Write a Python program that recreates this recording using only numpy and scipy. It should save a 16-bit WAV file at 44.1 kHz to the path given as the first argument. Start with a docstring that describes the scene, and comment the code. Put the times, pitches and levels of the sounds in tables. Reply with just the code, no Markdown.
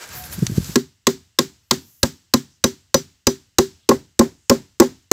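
"""Hammering a nail into a boat frame

A claw hammer hits a nail about three times a second, close to a small camera in a yard. Each blow is
a crack of steel and a knock of the wooden frame, which loses its bite and answers more deeply as the
nail sinks. Four of the last blows knock twice. At first, someone shuffles through wood shavings and
fingers bump the camera."""
import sys
import numpy as np
from scipy import signal
from scipy.fft import rfft, irfft, next_fast_len
from scipy.io import wavfile
from scipy.ndimage import map_coordinates

SR = 44100
rng = np.random.default_rng(int(sys.argv[2]) if len(sys.argv) > 2 else 0)


def log_audio(samples):
    """Write samples as a 16-bit WAV file to the path given in sys.argv[1]."""
    # one column per channel
    frames = np.atleast_2d(samples).T
    # limit to full scale, then quantise
    limited = np.clip(frames, -1, 1)
    pcm = np.round(limited * 32767).astype(np.int16)
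    wavfile.write(sys.argv[1], SR, pcm)


N = 225770
TIME = np.arange(N) / SR  # seconds since the start
AGE = np.arange(SR // 2) / SR  # seconds since a hit

# Table levels compare rows; each layer adds its own gain. A decay is the time to fade by 60 dB.
# hammer blows: (time [s], crack [dB], thud [dB], frame [dB], hollow ring [dB], block [dB], steel [dB])
BLOWS = [(0.756, -10.5, -41.5, -11, -14.5, -29.5, -52.5), (1.0682, -7, -39.5, -19, -11.5, -24, -51),
         (1.3871, -7, -42.5, -19, -13, -25.5, -49), (1.7092, -6.5, -42, -21, -19, -30, -46),
         (2.0296, -7.5, -23, -17.5, -24.5, -19.5, -48.5), (2.337, -8, -32, -12, -17, -21, -37.5),
         (2.6397, -7.5, -28.5, -13.5, -19, -19.5, -31), (2.9423, -7.5, -30, -19, -18.5, -9.5, -26),
         (3.2683, -8, -25.5, -14.5, -12.5, -21, -29), (3.5839, -5.5, -25.5, -12, -8, -20, -35),
         (3.8896, -7.5, -33.5, -10.5, -7, -16.5, -41), (4.1913, -8.5, -22, -8, -8, -14.5, -41.5),
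         (4.4956, -6, -26, -11, -8.5, -14.5, -49), (4.7991, -5.5, -30.5, -7, -5, -16, -39.5),
         (5.1137, -8, -39, -5, 1, -12.5, -47.5)]
# second hits once the nail is nearly in: (time [s], frame [dB], clack [dB])
REBOUNDS = [(3.9116, -17, -14), (4.2094, -16, -19), (4.5119, -15.5, -20.5), (4.8174, -15.5, -17)]
# the tones that struck things ring with: (pitch [Hz], level [dB], decay [s])
WOOD_TONES = [(102, -20, 0.16), (136, -13.5, 0.23), (158, -11.5, 0.2), (196.6, -5, 0.086), (236.5, 6, 0.12),
              (259.9, -2.5, 0.16), (347.2, 8, .09), (381.8, 0, 0.17), (391.6, 3.5, 0.12),
              (468.5, -2.5, 0.093), (531.8, 9, 0.074), (583, 6.5, 0.049), (686, -9, 0.086), (775, 0, .05),
              (845, 1, .06), (900, -1, .06), (968, -3, .055), (1065.3, 7.5, 0.053), (1143, -1, 0.032),
              (1375, -4, .06), (1636, 2, 0.05), (1907, -6, 0.068), (2060, -7.5, 0.073)]  # the frame and the nailed block
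PING_TONES = [(4942, 3, .11), (5938, 8, .125)]  # ringing steel
CLINK_TONES = [(3895, -5, 0.026), (4900, -11, 0.01), (5000, -4, 0.023), (6300, -11, 0.038),
               (6910, -12, 0.048), (7810, -7.5, 0.033), (11630, -24, 0.031), (12300, -17, .025)]  # the nail and hammer face, which stop quickly
# how long each part of a noise burst lasts: (frequency [Hz], decay [s])
CRACK_DECAYS = [(500, 0.1), (2000, 0.033), (5000, 0.023), (12000, 0.02)]
ECHO_DECAYS = [(100, 0.32), (400, 0.2), (1000, .2), (5000, .22), (12000, .19)]
# noise colours, or how strong a noise is from low to high: (frequency [Hz], level [dB per Hz])
CRACK_COLOUR = [(150, -27.5), (600, -14), (1100, -3.5), (1700, -9), (2700, -5), (3200, -8), (4000, 1),
                (5500, 2), (7700, 1.5), (9200, -15), (12000, -7), (15500, -9)]  # steel hitting steel
NEAR_ECHO_COLOUR = [(60, -19), (150, 3), (280, 12), (420, -3), (700, -12.5), (1700, -3.5), (2600, -9.5),
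                    (4000, -2.5), (7600, -2.5), (9200, -16.5), (15000, -11)]  # sound scattered by the yard
FAR_ECHO_COLOUR = [(30, -18), (85, 20), (200, -2), (450, -10.5), (1000, -9), (2500, -7.5), (5000, -2.5),
                   (7800, -5), (9200, -16.5), (15000, -18.5)]  # sound coming back from farther off
SCRAPE_COLOUR = [(150, -22.5), (400, -4), (900, -5), (1600, -2), (2400, -6), (4000, -20)]  # the low part of a dragging foot
RUSTLE_COLOUR = [(1500, -28.5), (2600, -5), (4500, 1), (7800, 1.5), (9500, -23), (14000, -42)]  # shifting shavings
FIZZ_COLOUR = [(6000, -25), (9000, -5.5), (13000, 0.5), (15500, -7)]  # their highest hiss
SNAP_COLOUR = [(500, -13), (1500, -4.5), (3500, 0), (7000, 2.5), (9500, -14.5), (15000, -16)]  # a breaking chip
RUMBLE_COLOUR = [(25, -20.5), (55, -4), (130, -4), (220, -15), (400, -26.5), (900, -43.5)]  # a hand on the camera
AIR_COLOUR = [(15, -28.5), (25, 2), (91, 0.5), (722, -26), (2120, -13), (2300, -23), (2700, -11.5),
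              (2920, -10), (3340, -16.5), (8130, -16), (9050, -31), (15500, -26)]  # quiet outdoor air
# feet dragging through shavings: (time [s], half length [s], rustle [dB], fizz [dB])
FOOT_DRAGS = [(0.027, 0.028, -41, -58), (0.142, 0.061, -44, -64), (0.255, .02, -56, -41),
              (0.335, 0.016, -43.5, -34), (0.422, 0.31, -43.5, -48), (.57, 0.016, -42.5, -47),
              (0.695, 0.086, -42, -45.5)]
# chips breaking: (time [s], level [dB])
CHIP_SNAPS = [(0.041, -45), (0.114, -47), (0.168, -45), (0.239, -38), (0.326, -39), (0.4668, -23.5),
              (.574, -40.5), (0.645, -38)]
# fingers on the camera body: (time [s], level [dB], pitch [Hz], half length [s])
FINGER_BUMPS = [(0.387, -20, 179, 0.0069), (0.429, -5.5, 166.5, 0.0056), (0.445, -22.5, 108, 0.011),
                (.501, -14, 181, 0.0035), (.521, -20, 129, 0.01), (0.582, -4.5, 152, 0.0044),
                (.603, -21, 160, 0.0048), (0.696, -21.5, 164, 0.0073)]
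# rumble of the hand moving the camera: (time [s], level [dB])
RUMBLE_LEVELS = [(0.0, -71), (0.122, -44), (0.298, -40.5), (0.6, -30), (0.622, -32.5), (0.75, -41.5)]
# faint, short swells of high hiss: (time [s], level [dB], centre frequency [Hz], half length [s])
HISS_SWELLS = [(0.177, -35.5, 13300, 0.043), (1.919, -57, 12930, 0.18), (1.917, -61, 6530, 0.095),
               (2.537, -63.5, 5900, .04), (3.83, -66.5, 3440, 0.046), (4.44, -67, 6980, 0.094)]

# Each blow sinks the nail one equal step, and the tone follows: (nail tall [dB], nail fully in [dB])
BITE_DB = (5, -3.5)  # the sharp edge of the crack near 4 kHz
# wood tones, added to the blow's crack level: clunk near 800 Hz, clack near 1 kHz, rap above 1.5 kHz
CLUNK_DB, CLACK_DB, RAP_DB = (-18.5, -9), (-12.5, -15.5), (-9.5, -21.5)
SWAY_DB = -13  # the lowest tones of the frame, at any nail depth
SETTLE_S, STILL_S = 0.745, 0.79  # shuffle, rumble and whirr die away between these times


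def hammer():
    """Each blow cracks, sets the steel ringing, pushes the whole frame once and knocks the wood."""
    out = np.zeros(N)
    depths = np.linspace(0, 1, len(BLOWS))
    for depth, (start, crack_db, thud_db, frame_db, hollow_db, block_db, steel_db) in zip(depths, BLOWS):
        bite_db, clunk_db, clack_db, rap_db = [
            np.interp(depth, [0, 1], ends) for ends in (BITE_DB, CLUNK_DB, CLACK_DB, RAP_DB)]
        crack = amp(crack_db) * steel_crack(bite_db)
        ping = amp(steel_db + 5.5) * ring(PING_TONES, scatter_db=1, detune=0.0003).sum(axis=0)
        thud = amp(thud_db + 18) * rise(0.002) * fade(0.037) * np.sin(2 * np.pi * 88 * AGE)
        wood = wood_knock(SWAY_DB, frame_db, hollow_db, block_db,
                          crack_db + clunk_db, crack_db + clack_db, crack_db + rap_db, build_cycles=0.93)
        echo = amp(crack_db) * yard_echo()
        add(out, start, crack + ping + thud + wood + echo)
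    return out


def steel_crack(bite_db):
    """Steel hits steel with a burst of noise and a short clink. A tall nail gives it more bite."""
    def bite(hz):
        return bite_db * bell(np.log(hz / 3800), 0, 0.34)

    burst = noise_burst([(hz, db + bite(hz)) for hz, db in CRACK_COLOUR], CRACK_DECAYS)
    tones = [(hz, db + bite(hz), decay) for hz, db, decay in CLINK_TONES]
    clink = ring(tones, scatter_db=1, detune=0.041).sum(axis=0)
    return rise(0.0013) * (amp(8) * burst + amp(-1) * clink)


def wood_knock(sway_db, frame_db, hollow_db, block_db, clunk_db, clack_db, rap_db, build_cycles):
    """The wood rings with many tones. Long, low waves need more time to spread through the frame."""
    hz = np.transpose(WOOD_TONES)[0][:, None]
    # strength of each group of tones: (pitch [Hz], level [dB])
    frame = [(165, sway_db), (235, frame_db), (270, frame_db),
             (345, (frame_db + hollow_db) / 2 - 1.65), (380, hollow_db), (450, hollow_db)]
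    block = [(520, block_db), (620, block_db), (760, clunk_db), (920, clunk_db),
             (1060, clack_db), (1150, clack_db), (1600, rap_db)]
    strength = amp(value_at(frame + block, hz))
    direction = (-1) ** np.arange(len(hz))[:, None]  # neighbouring tones start opposite ways
    tones = ring(WOOD_TONES, scatter_db=2.5, detune=0.012)
    return np.sum(direction * strength * rise(build_cycles / hz) * tones, axis=0)


def rebounds():
    """The hammer lands again, more softly: only wood sounds, with a dull echo from the yard."""
    out = np.zeros(N)
    dull_colour = [(100, -10), (330, -1), (600, -12), (1300, -17), (2200, -20.5), (4000, -36)]
    for start, frame_db, clack_db in REBOUNDS:
        wood = wood_knock(frame_db, frame_db, frame_db, frame_db - 2.5,
                          clack_db - 0.5, clack_db - 1, clack_db - 7.5, build_cycles=1)
        echo = amp(frame_db - 7) * rise(0.02) * noise_burst(dull_colour, ECHO_DECAYS)
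        add(out, start, wood + echo)
    return out


def yard_echo():
    """Timber and ground scatter a blow back; a fainter echo comes from farther off."""
    near = amp(-13.5) * rise(0.018) * noise_burst(NEAR_ECHO_COLOUR, ECHO_DECAYS)
    far = amp(-35) * rise(0.04) * fade(0.65) * noise(FAR_ECHO_COLOUR, len(AGE))
    return near + far


def shuffle():
    """Each drag of a foot makes a swell of tiny crackles in the shavings."""
    when, half_length, rustle_db, fizz_db = np.transpose(FOOT_DRAGS)[:, :, None]
    swells = bell(TIME, when, half_length)
    rustle = np.sum(amp(rustle_db) * swells, axis=0)
    fizz = np.sum(amp(fizz_db) * swells, axis=0)
    scrape = rustle * amp(2.5 - 14 * TIME)  # grows fainter over the opening
    crackle_db = 2.7 * wobble(450)  # a random level, nearly steady, shared by all three layers
    out = np.zeros(N)
    for level, colour in (scrape, SCRAPE_COLOUR), (rustle, RUSTLE_COLOUR), (fizz, FIZZ_COLOUR):
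        flicker = amp(crackle_db + 1.6 * wobble(70))
        out += level * normalise(flicker * noise(colour, N))
    return out


def snaps(crackles_per_s=30):
    """Chips snap, and single shavings break underfoot at random moments."""
    out = np.zeros(N)
    for start, db in CHIP_SNAPS:
        add(out, start, amp(db + 8.5) * fade(0.021) * noise(SNAP_COLOUR, len(AGE)))
    for when, size in rng.random((round(crackles_per_s * SETTLE_S), 2)):
        crackle = fade(0.008) * noise([(1500, -15), (6000, -0.5), (14000, -3.5)], len(AGE))
        add(out, when * SETTLE_S, amp(-40.5 + 11 * size) * crackle)
    return out


def finger_bumps():
    """Soft fingertips rock the camera body once or twice, with a short dull tap at the peak."""
    out = np.zeros(N)
    for when, db, hz, half_length in FINGER_BUMPS:
        touch = bell(TIME, when, half_length)
        rocking = np.cos(2 * np.pi * hz * (TIME - when))
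        tap = noise([(150, -14), (330, 6), (520, -12.5), (900, -37)], N)
        out += amp(db) * touch * (rocking + amp(-14.5) * touch * tap)
    return out


def hand_rumble():
    """A hand moving the camera makes a low rumble."""
    level_db = np.interp(TIME, *np.transpose(RUMBLE_LEVELS))
    return amp(level_db) * noise(RUMBLE_COLOUR, N)


def squeak():
    """One faint, short squeak at a nearly steady pitch."""
    pitch_hz = 725 + 7 * wobble(30)
    tone = np.sin(2 * np.pi * np.cumsum(pitch_hz) / SR)
    return amp(-40) * bell(TIME, 0.215, 0.047) * tone


def whirr(hz=1588):
    """A faint whirr, made of noise close to one pitch, fades behind the shuffling."""
    colour = [(hz / 1.2, -40), (hz, 0), (hz * 1.2, -40), (hz * 2, -80)]
    return amp(-48.5 - 17 * TIME) * noise(colour, N)


def hiss_swells():
    """Faint, short swells of narrow high hiss come and go."""
    out = np.zeros(N)
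    for when, db, hz, half_length in HISS_SWELLS:
        hiss = noise([(hz / 2, -40), (hz / 1.25, -8), (hz, 0), (hz * 1.25, -8), (hz * 2, -40)], N)
        out += amp(db) * bell(TIME, when, half_length) * hiss
    return out


def air():
    """Quiet outdoor air at a nearly steady level."""
    return amp(-68.5 + 1.2 * wobble(4)) * noise(AIR_COLOUR, N)


def ring(tones, scatter_db, detune):
    """Fading tones, one a row. Strength and pitch shift at random, as no two hits land on one spot."""
    hz, db, decay = np.transpose(tones)[:, :, None]
    level_shift, pitch_shift = rng.standard_normal((2, len(hz), 1))
    waves = np.sin(2 * np.pi * hz * (1 + detune * pitch_shift) * AGE)
    return amp(db + scatter_db * level_shift) * fade(decay) * waves


def noise(colour, size):
    """Noise of the given colour, with an average power of 1."""
    padded = next_fast_len(size)
    gains = amp(value_at(colour, np.fft.rfftfreq(padded, 1 / SR)))
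    white = rfft(rng.standard_normal(padded))
    return normalise(irfft(white * gains, padded)[:size])


def noise_burst(colour, decays):
    """A burst of noise in which each frequency dies at its own speed."""
    hz, age, bands = signal.stft(noise(colour, len(AGE)), SR, nperseg=128)
    fading = bands * fade(value_at(decays, hz)[:, None], age)
    return signal.istft(fading, SR, nperseg=128)[1][:len(AGE)]


def wobble(rate):
    """A random curve read only over its very start, so it stays close to one random value for the whole sound."""
    return map_coordinates(rng.standard_normal(int(N * rate / SR) + 4), [TIME * rate / SR])


def fade(decay, age=AGE):
    """A fall of 60 dB every `decay` seconds."""
    return np.exp(-np.log(1000) * age / decay)


def rise(seconds):
    """A smooth climb from 0 to 1."""
    return 1 - np.exp(-(AGE / seconds) ** 2)


def bell(x, centre, half_width):
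    """A smooth hill that peaks at 1."""
    return np.exp(-((x - centre) / half_width) ** 2)


def value_at(points, hz):
    """Read between (frequency, value) points, with octaves about evenly spaced."""
    frequencies, values = np.transpose(points)
    return np.interp(np.log(hz + 1), np.log(frequencies + 1), values)


def amp(db):
    """Turn decibels into a multiplier."""
    return 10 ** (np.asarray(db) / 20)


def normalise(x):
    """Scale a sound to an average power of 1."""
    return x / np.sqrt(np.mean(x ** 2) + 1e-20)


def add(track, start, sound):
    """Mix a sound into the track at `start` seconds."""
    part = track[max(round(start * SR), 0):][:len(sound)]
    part += sound[:len(part)]


def scene():
    """The hammering and the small sounds around it, over quiet air, in one channel."""
    hammering = hammer() + rebounds()
    settling = np.interp(TIME, [SETTLE_S, STILL_S], [1, 0])
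    opening = (shuffle() + hand_rumble() + whirr()) * settling + snaps() + squeak() + finger_bumps()
    return (hammering + opening + hiss_swells() + air())[None]


def record(dry):
    """The camera holds the loudest blows down, and also loses deep bass and the highest treble."""
    bass_hz, treble_hz, ceiling = 44, 15500, 0.92
    thin = signal.sosfilt(signal.butter(4, bass_hz, "highpass", fs=SR, output="sos"), dry)
    squashed = thin / (1 + np.abs(thin / ceiling) ** 4) ** (1 / 4)  # rounds off the loudest peaks
    return signal.sosfilt(signal.butter(24, treble_hz, fs=SR, output="sos"), squashed)


dry = scene()
out = record(dry)
log_audio(out)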